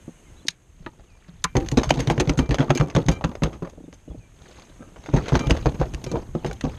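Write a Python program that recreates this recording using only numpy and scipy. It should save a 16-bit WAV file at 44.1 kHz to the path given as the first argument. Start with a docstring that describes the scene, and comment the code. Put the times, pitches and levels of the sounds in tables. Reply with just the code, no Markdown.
"""Thuds and wet slaps of a hooked fish flopping in the open hatch of a hollow plastic kayak on calm water.
Each landing rings hull air, deck panel and hull modes; slaps and gear clicks are shaped noise bursts.
Loose metal tackle and swim-bladder grunts are decaying modes; far-off birds are gliding sines.
Rubbing, a low rumble of wind and rocking hull, and steady hiss are coloured noise under level curves."""
import sys
import numpy as np
from scipy import signal
from scipy.fft import rfft, irfft
from scipy.io import wavfile
from scipy.ndimage import uniform_filter1d

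SR = 44100
rng = np.random.default_rng(int(sys.argv[2]) if len(sys.argv) > 2 else 0)


def voltage_ratio(level):
    """Linear amplitude factor for a level in decibels (scalar or array-like)."""
    return 10 ** (np.asarray(level, float) / 20)


def log_audio(samples):
    """Write samples as a 16-bit WAV file to the path given in sys.argv[1]."""
    # one column per channel
    frames = np.atleast_2d(samples).T
    # limit to full scale, then quantise
    limited = np.clip(frames, -1, 1)
    pcm = np.round(limited * 32767).astype(np.int16)
    wavfile.write(sys.argv[1], SR, pcm)


N = 298998  # samples

# Fish landings; its weight loads the deck panel and shifts the thump.
# Each row: start in seconds, hull boom drive in dB, deck thump drive in dB, thump in Hz, knock drive in dB.
LANDINGS = [(1.5533, -30, -13, 127, -8.5), (1.5709, -15, -54, 149, -9.5), (1.6109, -44, -47, 121, -28),
            (1.7204, -36, -16, 132, -17), (1.7732, -14.5, -20, 134, -2.5), (1.806, -41, -31, 147, -21),
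            (1.8706, -20, -20, 128, -42), (1.905, -36, -17.5, 150, -12.5), (1.9401, -26, -33, 117, -23),
            (1.9725, -24, -17.5, 142, -20), (1.9955, -23, -18.5, 130, -16),
            (2.0748, -38, -12.5, 135, -17.5), (2.101, -19, -17, 158, -10), (2.1396, -34, -35, 175, -21),
            (2.1787, -31, -14, 130, -17.5), (2.2032, -16.5, -36, 185, -8), (2.2736, -32, -13, 135, -43),
            (2.2937, -13.5, -16.5, 151, -9), (2.3761, -36, -14.5, 141, -29), (2.3905, -13, -26, 148, -9),
            (2.4182, -20, -28, 172, -35), (2.4911, -19, -12.5, 129, -21), (2.5108, -13, -18.5, 144, -13.5),
            (2.5833, -25, -25, 129, -19.5), (2.5977, -28, -10.5, 139.6, -9), (2.6311, -32, -28, 140, -17),
            (2.6966, -19, -12.5, 143, -39), (2.7055, -38, -17, 150, -10), (2.7554, -45, -28, 133, -24),
            (2.7995, -16, -9, 134, -44), (2.8205, -43, -13.5, 151, -13), (2.9512, -18, -11.5, 128, -48),
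            (2.963, -29, -12.5, 155.6, -7.5), (2.9743, -34, -15, 156, -35), (3.0583, -41, -21, 122, -43),
            (3.07, -41, -29, 171, -37), (3.0842, -10, -9.5, 163, -10.5), (3.2409, -16.5, -15, 168, -14),
            (3.4215, -35, -14, 152, -12), (3.4357, -16.5, -31, 162, -12.5), (3.4595, -32, -29.5, 147, -37),
            (3.6227, -44, -24.5, 171, -19), (4.1, -25.5, -41, 111, -37), (4.175, -35, -33, 110, -51),
            (5.0861, -33, -31, 150, -22), (5.137, -11, -8, 139, -10.5), (5.1625, -13, -15.5, 155, -15),
            (5.2611, -43, -50, 156, -36), (5.3227, -13, -9, 138, -12.5), (5.3401, -23, -21, 133, -12.5),
            (5.3529, -14, -20.5, 182, -13.5), (5.396, -32, -30, 136, -19.5), (5.467, -14, -15, 131, -18),
            (5.496, -26, -18, 179, -13), (5.5069, -6.5, -16.5, 168, -14), (5.6579, -11.5, -12, 132, -10.5),
            (5.7988, -34, -15, 142, -21.5), (5.8125, -14.5, -38, 139, -21.5),
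            (5.9396, -21, -26.5, 137, -28.5), (6.0401, -58, -36, 123, -27), (6.065, -36, -28, 139, -23.5),
            (6.1157, -33, -27.5, 176, -17), (6.1381, -30, -22, 130, -13), (6.1567, -41, -33, 137, -16),
            (6.172, -45, -43, 177, -52), (6.3507, -41, -20, 162, -14), (6.4462, -29, -20.5, 143, -14.5),
            (6.4754, -30, -27, 157, -29), (6.6392, -22, -19, 151, -11.5), (6.6669, -20, -27.5, 164, -24)]
# Rod, reel and hands bump the hull. Each row: start in seconds, hull boom drive in dB,
# deck thump drive in dB, knock drive in dB, knock centre in Hz.
BUMPS = [(0.0794, -54, -36, -23.5, 303), (0.452, -65, -60, -29, 330), (0.4842, -63, -40.5, -35, 1090),
         (0.8024, -42, -41.5, -53, 200), (0.8553, -35, -40, -58, 300), (0.8642, -33, -38, -19, 650),
         (1.286, -59, -36.5, -45, 210), (1.335, -57, -44, -52, 200), (1.443, -34, -26.5, -8, 1000),
         (3.929, -59, -52, -36.5, 410), (4.8051, -50, -43, -30.5, 330), (4.9618, -52, -54, -35, 605)]
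# Air modes in the hull. Each row: nominal frequency in Hz, relative level in dB, t60 in seconds.
BOOM_MODES = [(53, -4, .13), (60, 0, .12), (82, -8, .08)]
# Knock modes of the hull. Each row: nominal frequency in Hz, relative level in dB, t60 in seconds.
HULL_MODES = [(237.7, 2.5, 0.082), (283, 2, 0.089), (352.2, -2, 0.1), (453.3, -2, 0.077),
              (509.4, -13, 0.16), (650, -9.5, 0.069), (820, -13.5, 0.2), (924, -6, 0.11), (1182, -6, 0.089),
              (1500, -23.5, 0.013), (1990, -18, 0.028)]
THUMP_T60_S, BARE_THUMP_HZ = .095, 172  # deck panel; bare = without the fish's weight
KNOCK_HZ, HARD_OCTAVES, HARD_DB = 330, 0.13, 12  # knock well above thump: a hard, brighter landing
HELD_S = .025  # the hand on the gear damps its knock

# Wet skin, fins and tail smack the plastic; loose tackle knocks too.
# Each row: start in seconds, drive in dB, brightness centre in Hz, decay in ms.
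SLAPS = [(.995, -41, 1500, 8.9), (1.287, -52, 2680, 7.6), (1.553, -17, 1540, 15), (1.567, -14, 2800, 3.5),
         (1.601, -30.5, 2380, 6), (1.6614, -34, 3070, 9.8), (1.6858, -21, 3560, 1.1),
         (1.7145, -29, 4000, 8.5), (1.7721, -11.5, 2300, 14), (1.8318, -20, 2630, 19.4),
         (1.8913, -20, 2930, 15), (1.9046, -2, 2070, 3), (1.9392, -27.5, 3570, 14), (1.9723, -26, 2090, 19),
         (1.991, -24, 2340, 33), (2.001, -20, 3200, 6.2), (2.0725, -20.5, 2400, 10),
         (2.0987, -9.5, 2250, 12.6), (2.117, -30, 5000, 2.7), (2.1781, -19.5, 1760, 2.9),
         (2.198, -12, 2630, 6.6), (2.2045, -8.5, 2700, 4), (2.2737, -21, 2160, 2.1),
         (2.294, -11, 2640, 4.3), (2.374, -25, 3710, 17), (2.3893, -8, 2150, 4), (2.4909, -24.5, 2370, 2.7),
         (2.5083, -19, 2300, 16), (2.5427, -16, 2400, 8.5), (2.5839, -17, 1650, 5.9),
         (2.5943, -19, 1830, 4.7), (2.6038, -13, 1410, 15), (2.6297, -16, 1140, 5.8),
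         (2.694, -26, 1730, 7.3), (2.7028, -5, 1710, 5.8), (2.75, -27.5, 5100, 13), (2.774, -16, 2730, 5.7),
         (2.7976, -19, 2040, 7.1), (2.809, -7, 1490, 5), (2.8706, -35, 1290, 5.5), (2.8992, -28, 2380, 8.3),
         (2.9495, -15.5, 2130, 7), (2.962, -7.5, 1550, 5.1), (3.063, -32.5, 3820, 2),
         (3.0845, -9, 2260, 5.5), (3.113, -31.5, 4950, 14), (3.21, -25, 1300, 13.5),
         (3.2402, -11.5, 1500, 7.8), (3.3147, -31, 1290, 14), (3.3527, -23, 1920, 4.8),
         (3.4204, -21, 1450, 5.3), (3.4347, -7.5, 2100, 6), (3.4569, -13.5, 925, 10.5),
         (3.5293, -33, 1880, 19), (3.622, -26, 1150, 9.2), (3.648, -24.5, 1070, 7.3),
         (3.6726, -26, 1140, 3.7), (3.695, -44.5, 3820, 9.6), (3.927, -36, 1930, 4.5),
         (3.936, -45.5, 5130, 11), (4.596, -38, 2800, 4.5), (4.619, -42, 2420, 4.2), (4.823, -35, 1430, 12),
         (4.9592, -35, 1500, 15), (5.0595, -29, 2300, 14), (5.0883, -21, 950, 3.6), (5.136, -17, 1050, 42),
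         (5.1632, -18, 1700, 17), (5.2576, -26.5, 1950, 18), (5.282, -20, 2140, 16),
         (5.3209, -14, 1110, 2.9), (5.3413, -18, 1850, 6.5), (5.3524, -7, 1670, 7.9),
         (5.392, -23, 2800, 7.2), (5.4685, -21, 2400, 3.2), (5.497, -16, 2150, 13), (5.5063, -5, 2260, 4.5),
         (5.5505, -19, 1140, 4.5), (5.5653, -22.5, 1900, 14), (5.608, -37, 2740, 5.5),
         (5.6576, -8, 1300, 10.7), (5.798, -28, 2220, 11), (5.8127, -13, 1100, 18),
         (5.9362, -30.5, 3400, 4.1), (5.945, -30, 3600, 4.5), (6.0406, -24, 4500, 3.5),
         (6.0626, -30, 2380, 7.4), (6.1149, -27.5, 3640, 4.9), (6.1556, -11.5, 654, 12),
         (6.3509, -22, 1040, 4), (6.4457, -16.5, 1670, 6.1), (6.4611, -25.5, 2920, 13),
         (6.5113, -19, 1820, 2.3), (6.5293, -33.5, 5340, 3.7), (6.6094, -22.5, 3470, 3),
         (6.6388, -28, 2520, 4.1), (6.6518, -21.5, 1180, 3.5), (6.6657, -22.5, 830, 5.1)]
# Slap colour. 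Each row: frequency in Hz, level in dB.
SLAP_COLOUR = [(500, 20), (1200, 1), (2500, -5), (5000, -8.5), (9000, -16), (13000, -19), (15000, -45)]
SLAP_RISE_MS = 1.54

# Small rebounds of fins and gear at random moments, as strong as the fish is busy.
REBOUNDS, REBOUND_SPREAD_DB = 70, 7.5
REBOUND_KNOCK_DB, REBOUND_SLAP_DB = -16, -23
REBOUND_HZ, REBOUND_MS = 2300, 2.5  # slap centre before the random brightness factor; slap decay

# Rubbing of cloth and hands on wet plastic.
# Each row: time in seconds, low rub level in dB, bright rub level in dB.
RUB = [(0, -61, -83), (.36, -57, -69), (.53, -65, -99), (.83, -66, -59.5), (.98, -55.5, -66),
       (1.3, -73, -60.5), (3.5, -55, -89), (3.87, -59, -67), (4.19, -71, -67.5), (4.38, -61, -64),
       (4.44, -50, -54), (4.57, -56, -49), (4.87, -50.5, -67), (5.04, -50.5, -53.5), (5.25, -43.5, -45.5),
       (6.0, -45.5, -55.5), (6.3, -59, -66.5), (6.78, -89, -51.5)]
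# Low rub colour. Each row: frequency in Hz, level in dB.
RUB_LOW = [(120, 11), (300, 9.5), (520, 2), (900, -4.5), (1500, -15), (2500, -33), (4000, -58)]
# Bright rub colour. Each row: frequency in Hz, level in dB.
RUB_BRIGHT = [(800, 14), (2000, 8.5), (3800, 6.5), (5500, -2.5), (9000, -16), (12500, -54), (15000, -52)]
SETTLE_S = 0.053  # slide after a landing dies by 1/e
SLIDE_LOW_DB, SLIDE_BRIGHT_DB = -24, -41  # rub under the slide, relative to the landing

# Reel bail and rod butt click.
# Each row: start in seconds, drive in dB, brightness centre in Hz, rise in ms, decay in ms.
CLICKS = [(.4665, -36, 5030, .6, 3.0), (.4705, -29, 4900, .8, 2.4), (0.4828, -10.5, 4480, 0.46, 3.2),
          (.4843, -5, 2380, 0.28, 2.3), (.4846, -8.5, 5640, 0.48, 1.3), (.486, -20, 3500, 0.23, 2),
          (.5, -35.5, 5030, 7.5, 6), (.8628, -22, 1670, 0.22, 5.4), (1.421, -49, 3300, .8, 3.9),
          (1.4408, -7.5, 6070, 0.5, 3.5), (1.4432, -2, 1730, 0.66, 1.4), (1.448, -21, 6500, .6, 1.5),
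          (1.45, -17.5, 1070, 1.2, 8.2)]
# Click colour. Each row: frequency in Hz, level in dB.
CLICK_COLOUR = [(600, -8), (1200, -3), (2200, -3), (3000, -6), (4000, 2), (6500, -9.5), (10000, -10),
                (13000, -14), (15000, -39)]

# Loose metal tackle is jolted. Each row: start in seconds, drive in dB, centre of favoured modes in Hz,
# fall in dB per octave squared, seconds until it is damped.
JOLTS = [(1.47, -54, 2358, 30, 0.1), (2.389, -42, 2358, 1, .1), (2.751, -37.5, 2340, 39, 0.1),
         (3.114, -39.5, 3500, 1, 0.073), (4.799, -48.5, 1340, 30, 0.12), (5.39, -34, 2200, 1, 0.105),
         (5.608, -54, 1740, 27, 0.063), (6.061, -47, 2000, -2, 0.083)]
# Metal modes. Each row: frequency in Hz, relative level in dB, t60 in seconds.
TACKLE_MODES = [(1220, -1, .3), (1318, -7, .3), (1578, -5, .2), (2094, -11, .3), (2358, 0, .45),
                (2880, -10, .2), (3110, -6, .3), (3600, -9, .1), (3890, -10, .2), (4060, -12, .2),
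                (4740, 0, .07), (5712, -14, .15), (6218, -24, .25), (6751, -20, .2), (7540, -18, .08),
                (8010, -18, .1), (9580, -22, .08)]

# Swim-bladder twitches. Each row: start in seconds, drive in dB.
GRUNTS = [(3.777, -34), (3.805, -33.5), (3.84, -32.5), (3.88, -32), (4.078, -30.5), (4.111, -34.5),
          (4.146, -30.5)]
# Bladder modes. Each row: nominal frequency in Hz, relative level in dB, t60 in seconds.
BLADDER_MODES = [(170.8, -6, 0.19), (282, 15, 0.02), (450, -1, 0.041), (584, -2.5, 0.032)]

# Bird notes. Each row: start in seconds, length in seconds, start in Hz, end in Hz, level in dB.
BIRDS = [(.26, 0.036, 2384, 2080, -65), (0.362, 0.041, 3430, 3950, -63), (.396, .022, 3880, 3370, -65),
         (0.414, .022, 3430, 4170, -67), (1.062, .126, 3560, 2350, -67), (1.32, 0.032, 2970, 2760, -72),
         (1.38, .028, 4150, 3400, -72), (3.837, 0.028, 3830, 3600, -70), (4.075, 0.023, 2900, 2930, -70),
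         (4.103, .025, 3320, 3350, -64), (4.195, 0.092, 2740, 2340, -66), (6.387, 0.031, 4100, 2980, -61)]
GLIDE = .17  # share of a note in which it slides most of the way to its end pitch

# Low rumble level. Each row: time in seconds, level in dB.
RUMBLE_LEVEL = [(0, -48.5), (.66, -53), (.85, -46), (1.26, -51.5), (1.66, -32.5), (2.4, -48), (2.93, -48),
                (3.27, -40), (3.51, -38), (3.87, -50), (4.85, -50), (5.55, -32), (6.16, -36.5), (6.34, -39),
                (6.78, -37)]
# Low rumble colour. Each row: frequency in Hz, level in dB.
RUMBLE_COLOUR = [(15, 20.5), (30, 23.5), (60, 19.5), (130, 13), (250, 1), (500, -33)]
# Background hiss level. Each row: time in seconds, level in dB.
HISS_LEVEL = [(0, -56), (.43, -57.5), (.55, -63.5), (4.3, -61.5), (4.45, -57.5), (6.78, -60)]
# Hiss colour. Each row: frequency in Hz, level in dB.
HISS_COLOUR = [(300, 3.5), (1000, -6), (3000, -8.5), (5000, -21), (8000, -12.5), (12500, -24.5),
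               (14800, -30)]

PORT_HZ, PORT_WIDTH_HZ, PORT_DB = 6423, 268, 14.5  # the microphone port resonates
CEILING = .95  # soft saturation of the input, full scale = 1
LOW_HZ, TOP_HZ = 30, 13300  # input band edges


def evened(x):
    """Scales to unit rms."""
    return x / np.sqrt(np.mean(x ** 2) + 1e-20)


def drift(x, size):
    """Slow random curve of unit rms: white noise x under a moving average of size samples."""
    return evened(uniform_filter1d(x, size=size))


def read(points, hz):
    """Reads a spectrum in dB on a log-frequency axis."""
    f, db = np.transpose(points)
    return np.interp(np.log(hz + 1), np.log(f + 1), db)


def level(rows, column):
    """Gain along a curve in dB."""
    rows = np.array(rows)
    return voltage_ratio(np.interp(np.arange(N) / SR, rows[:, 0], rows[:, column]))


def add(mix, start_s, sound):
    """Mixes a sound in at start_s, cut at the end of the mix."""
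    part = mix[round(start_s * SR):][:len(sound)]
    part += sound[:len(part)]


def bell_db(hz, centre_hz, fall_db):
    """Level falls by fall_db for each octave squared away from the centre."""
    return -fall_db * np.log2(hz / centre_hz) ** 2


def ring(modes, shift_db, contact_s, spread_db=0., detune=0., size=9000):
    """A blow of finite contact time rings the modes; where it lands changes their share and tuning a little."""
    hz, db, t60_s = np.transpose(modes)[:, :, None]
    share_chance, tuning_chance = rng.standard_normal((2, len(modes), 1))
    t = np.arange(size) / SR
    usual = voltage_ratio(db + np.reshape(shift_db, (-1, 1)))
    share = usual * voltage_ratio(spread_db * share_chance)
    share = share * np.linalg.norm(usual) / np.linalg.norm(share)  # the blow's energy stays the same
    tuned_hz = hz * (1 + detune * tuning_chance)
    waves = share * voltage_ratio(-60 * t / t60_s) * -np.sin(2 * np.pi * tuned_hz * t)
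    return waves.sum(0) * (1 - np.exp(-t / contact_s))


def bursts(events, colour, fall_db, pop, grit_db, tail_db, tail_s):
    """Contact noise swells, pops with a brief tone, and dies treble first into a dull tail."""
    out, t = np.zeros(N), np.arange(4096) / SR
    hz = np.fft.rfftfreq(4096, 1 / SR) + 1
    dull = 1 / (1 + (hz / 3000) ** 4)
    for start_s, db, centre_hz, rise_ms, decay_ms in events:
        white, lumps, spots = rng.standard_normal((3, 4096))
        spot_db = 3 * drift(spots[:len(hz)], 30)  # each struck spot has its own resonances
        grit = voltage_ratio(grit_db * abs(drift(lumps, 50)))  # contact breaks into small clicks
        shape_db = read(colour, hz) + bell_db(hz, centre_hz, fall_db) + spot_db
        spray = rfft(white * grit) * voltage_ratio(shape_db)
        spray = spray / np.std(irfft(spray))
        low, high = irfft(spray * dull), irfft(spray * (1 - dull))
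        rise_s, decay_s = rise_ms / 1000, decay_ms / 1000
        after = np.maximum(t - rise_s, 0)
        burst = low * np.exp(-after / decay_s) + high * np.exp(-after / (.95 * decay_s))
        tail = low * np.exp(-after / tail_s) + high * np.exp(-after / (0.41 * tail_s))
        swell = np.minimum(t / rise_s, 1) ** 0.5
        tone = pop * np.sin(2 * np.pi * centre_hz * after) * np.exp(-after * centre_hz / 0.88)
        add(out, start_s, voltage_ratio(db) * (0.36 * (burst + voltage_ratio(tail_db) * tail) * swell + tone))
    return out


def noise(colour, patchy_db, size):
    """Coloured noise of unit rms whose level drifts in random patches of time and pitch."""
    frames, hz = 4 * N // size + 5, np.fft.rfftfreq(size, 1 / SR)
    real, imag, patches = rng.standard_normal((frames, len(hz), 3)).T
    patches = uniform_filter1d(patches, size=8, axis=0)
    patches = evened(uniform_filter1d(patches, size=6, axis=1))
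    z = (real + 1j * imag) * voltage_ratio(read(colour, hz)[:, None] + patchy_db * patches)
    return evened(signal.istft(z, nperseg=size, noverlap=size * 3 // 4)[1][:N])


def busy():
    """How hard the fish still slides: each landing's strength, dying away."""
    kicks = np.zeros(N)
    start_s, _, thump_db, _, knock_db = np.transpose(LANDINGS)
    kicks[(start_s * SR).astype(int)] = voltage_ratio(thump_db) + voltage_ratio(knock_db)
    return signal.lfilter([1], [1, -np.exp(-1 / (SETTLE_S * SR))], kicks)


def rebounds():
    """Random moments in seconds, each with a strength in dB and a brightness factor."""
    when, size, tone = rng.random((REBOUNDS, 3)).T
    busy_db = 20 * np.log10(busy()[(when * N).astype(int)] + 1e-6)
    db = busy_db + REBOUND_SPREAD_DB * np.log(size + 1e-3)
    return np.transpose([when * N / SR, db, 2 ** (tone - .5)])


def hull_blow(start_s, boom_db, thump_db, thump_hz, knock_db, centre_hz, held, out):
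    """A weight pushes the hull: slow for the boom, faster for thump and knock."""
    hz = np.array(HULL_MODES)[:, 0]
    knock_shift_db = knock_db - 5.5 + bell_db(hz, centre_hz, 4.5)
    add(out, start_s, ring(BOOM_MODES, boom_db, .0045, 2, .03))
    add(out, start_s, ring([(thump_hz, thump_db + 6.5, THUMP_T60_S)], 0, 0.0036))
    add(out, start_s, ring(HULL_MODES, knock_shift_db, 0.0014, 4.1, 0.058) * held)


def thuds(small):
    """Fish, gear and small rebounds strike the hull; hard landings knock brighter, held gear is damped."""
    out, hz = np.zeros(N), np.array(HULL_MODES)[:, 0]
    for start_s, boom_db, thump_db, thump_hz, knock_db in LANDINGS:
        hardness = np.tanh((knock_db - thump_db) / HARD_DB)
        centre_hz = KNOCK_HZ * 2 ** (HARD_OCTAVES * hardness)
        hull_blow(start_s, boom_db, thump_db, thump_hz, knock_db, centre_hz, 1, out)
    held = np.exp(-np.arange(9000) / (HELD_S * SR))
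    for start_s, boom_db, thump_db, knock_db, centre_hz in BUMPS:
        hull_blow(start_s, boom_db, thump_db, BARE_THUMP_HZ, knock_db, centre_hz, held, out)
    for start_s, db, tone in small:
        shift_db = db + REBOUND_KNOCK_DB + bell_db(hz, 430 * tone, 6.7)
        add(out, start_s, ring(HULL_MODES, shift_db, 0.00043, 6.9, 0.043, size=4500))
    return out


def slaps(small):
    """Wet smacks pop as trapped air escapes, with a patter of spray and hull rattle; tackle knocks too."""
    rows = [(s, db, hz, SLAP_RISE_MS, decay_ms) for s, db, hz, decay_ms in SLAPS]
    rows += [(s, db + REBOUND_SLAP_DB, REBOUND_HZ * tone, SLAP_RISE_MS, REBOUND_MS) for s, db, tone in small]
    return bursts(rows, SLAP_COLOUR, 2.97, pop=0.62, grit_db=5.5, tail_db=-12.5, tail_s=0.017)


def rubbing():
    """Scales and cloth slide in small catches: both bands flicker with the same uneven grip."""
    grip = voltage_ratio(3 * drift(rng.standard_normal(N), 300))
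    low = evened(noise(RUB_LOW, 1.78, size=512) * grip)
    bright = evened(noise(RUB_BRIGHT, 4.9, size=256) * grip)
    slide = uniform_filter1d(busy(), size=400)
    low_gain = level(RUB, 1) + voltage_ratio(SLIDE_LOW_DB) * slide
    bright_gain = level(RUB, 2) + voltage_ratio(SLIDE_BRIGHT_DB) * slide
    return low * low_gain + bright * bright_gain


def clicks():
    """Hard plastic and wire snap together, dry and broad."""
    return bursts(CLICKS, CLICK_COLOUR, 11.0, pop=0.23, grit_db=2.0, tail_db=-27.5, tail_s=0.024)


def tackle():
    """Long metal modes that waver as the piece swings and stop when it lands again."""
    out, hz, t = np.zeros(N), np.array(TACKLE_MODES)[:, 0], np.arange(9000) / SR
    for start_s, db, centre_hz, fall_db, lasts_s in JOLTS:
        swing = voltage_ratio(3 * drift(rng.standard_normal(9000), 500))
        damped = np.exp(-np.maximum(t - lasts_s, 0) / .012)
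        rung = ring(TACKLE_MODES, db + bell_db(hz, centre_hz, fall_db), 0.0042, 0.97)
        add(out, start_s, rung * swing * damped)
    return out


def grunts():
    """Each muscle twitch drums the swim bladder once."""
    out = np.zeros(N)
    for start_s, db in GRUNTS:
        add(out, start_s, ring(BLADDER_MODES, db, 0.0043, 2.1, 0.028, size=5000))
    return out


def birds():
    """Thin gliding whistles that flutter on their way over the water."""
    out = np.zeros(N)
    for start_s, length_s, start_hz, end_hz, db in BIRDS:
        t = np.arange(0, length_s, 1 / SR)
        waver, flutter = (drift(v[:len(t)], 200) for v in rng.standard_normal((2, 6000)))
        hz = end_hz + (start_hz - end_hz) * np.exp(-t / (GLIDE * length_s))
        tone = np.sin(2 * np.pi * np.cumsum(hz * (1 + .012 * waver)) / SR)
        fade = signal.windows.tukey(len(t), .3)
        add(out, start_s, np.sqrt(2) * voltage_ratio(db + 1.4 * flutter) * tone * fade)
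    return out


def rumble():
    """Low rumble of wind and rocking hull: patchy low noise under a level curve."""
    return noise(RUMBLE_COLOUR, 2.4, size=2048) * level(RUMBLE_LEVEL, 1)


def hiss():
    """Steady background hiss: broad noise under a slow level curve."""
    return noise(HISS_COLOUR, 1.0, size=1024) * level(HISS_LEVEL, 1)


def scene():
    """Sums the fish and its gear over birds, rumble and hiss; one channel."""
    small = rebounds()
    fish = thuds(small) + slaps(small) + rubbing() + grunts()
    gear = clicks() + tackle()
    return (fish + gear + birds() + rumble() + hiss())[None]


def top_cut(x):
    """Nothing passes above the cut-off."""
    return signal.sosfilt(signal.butter(12, 15020, fs=SR, output="sos"), x)


def record(dry):
    """The microphone port lifts one treble band; the input rounds off the peaks and cuts both ends."""
    port = signal.lfilter(*signal.iirpeak(PORT_HZ, PORT_HZ / PORT_WIDTH_HZ, SR), dry)
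    lifted = dry + (voltage_ratio(PORT_DB) - 1) * port
    rounded = lifted / (1 + (lifted / CEILING) ** 4) ** .25
    mix = signal.sosfilt(signal.butter(2, LOW_HZ, "high", fs=SR, output="sos"), rounded)
    mix = signal.sosfilt(signal.butter(8, TOP_HZ, fs=SR, output="sos"), mix)
    return top_cut(mix)


dry = scene()
out = record(dry)
log_audio(out)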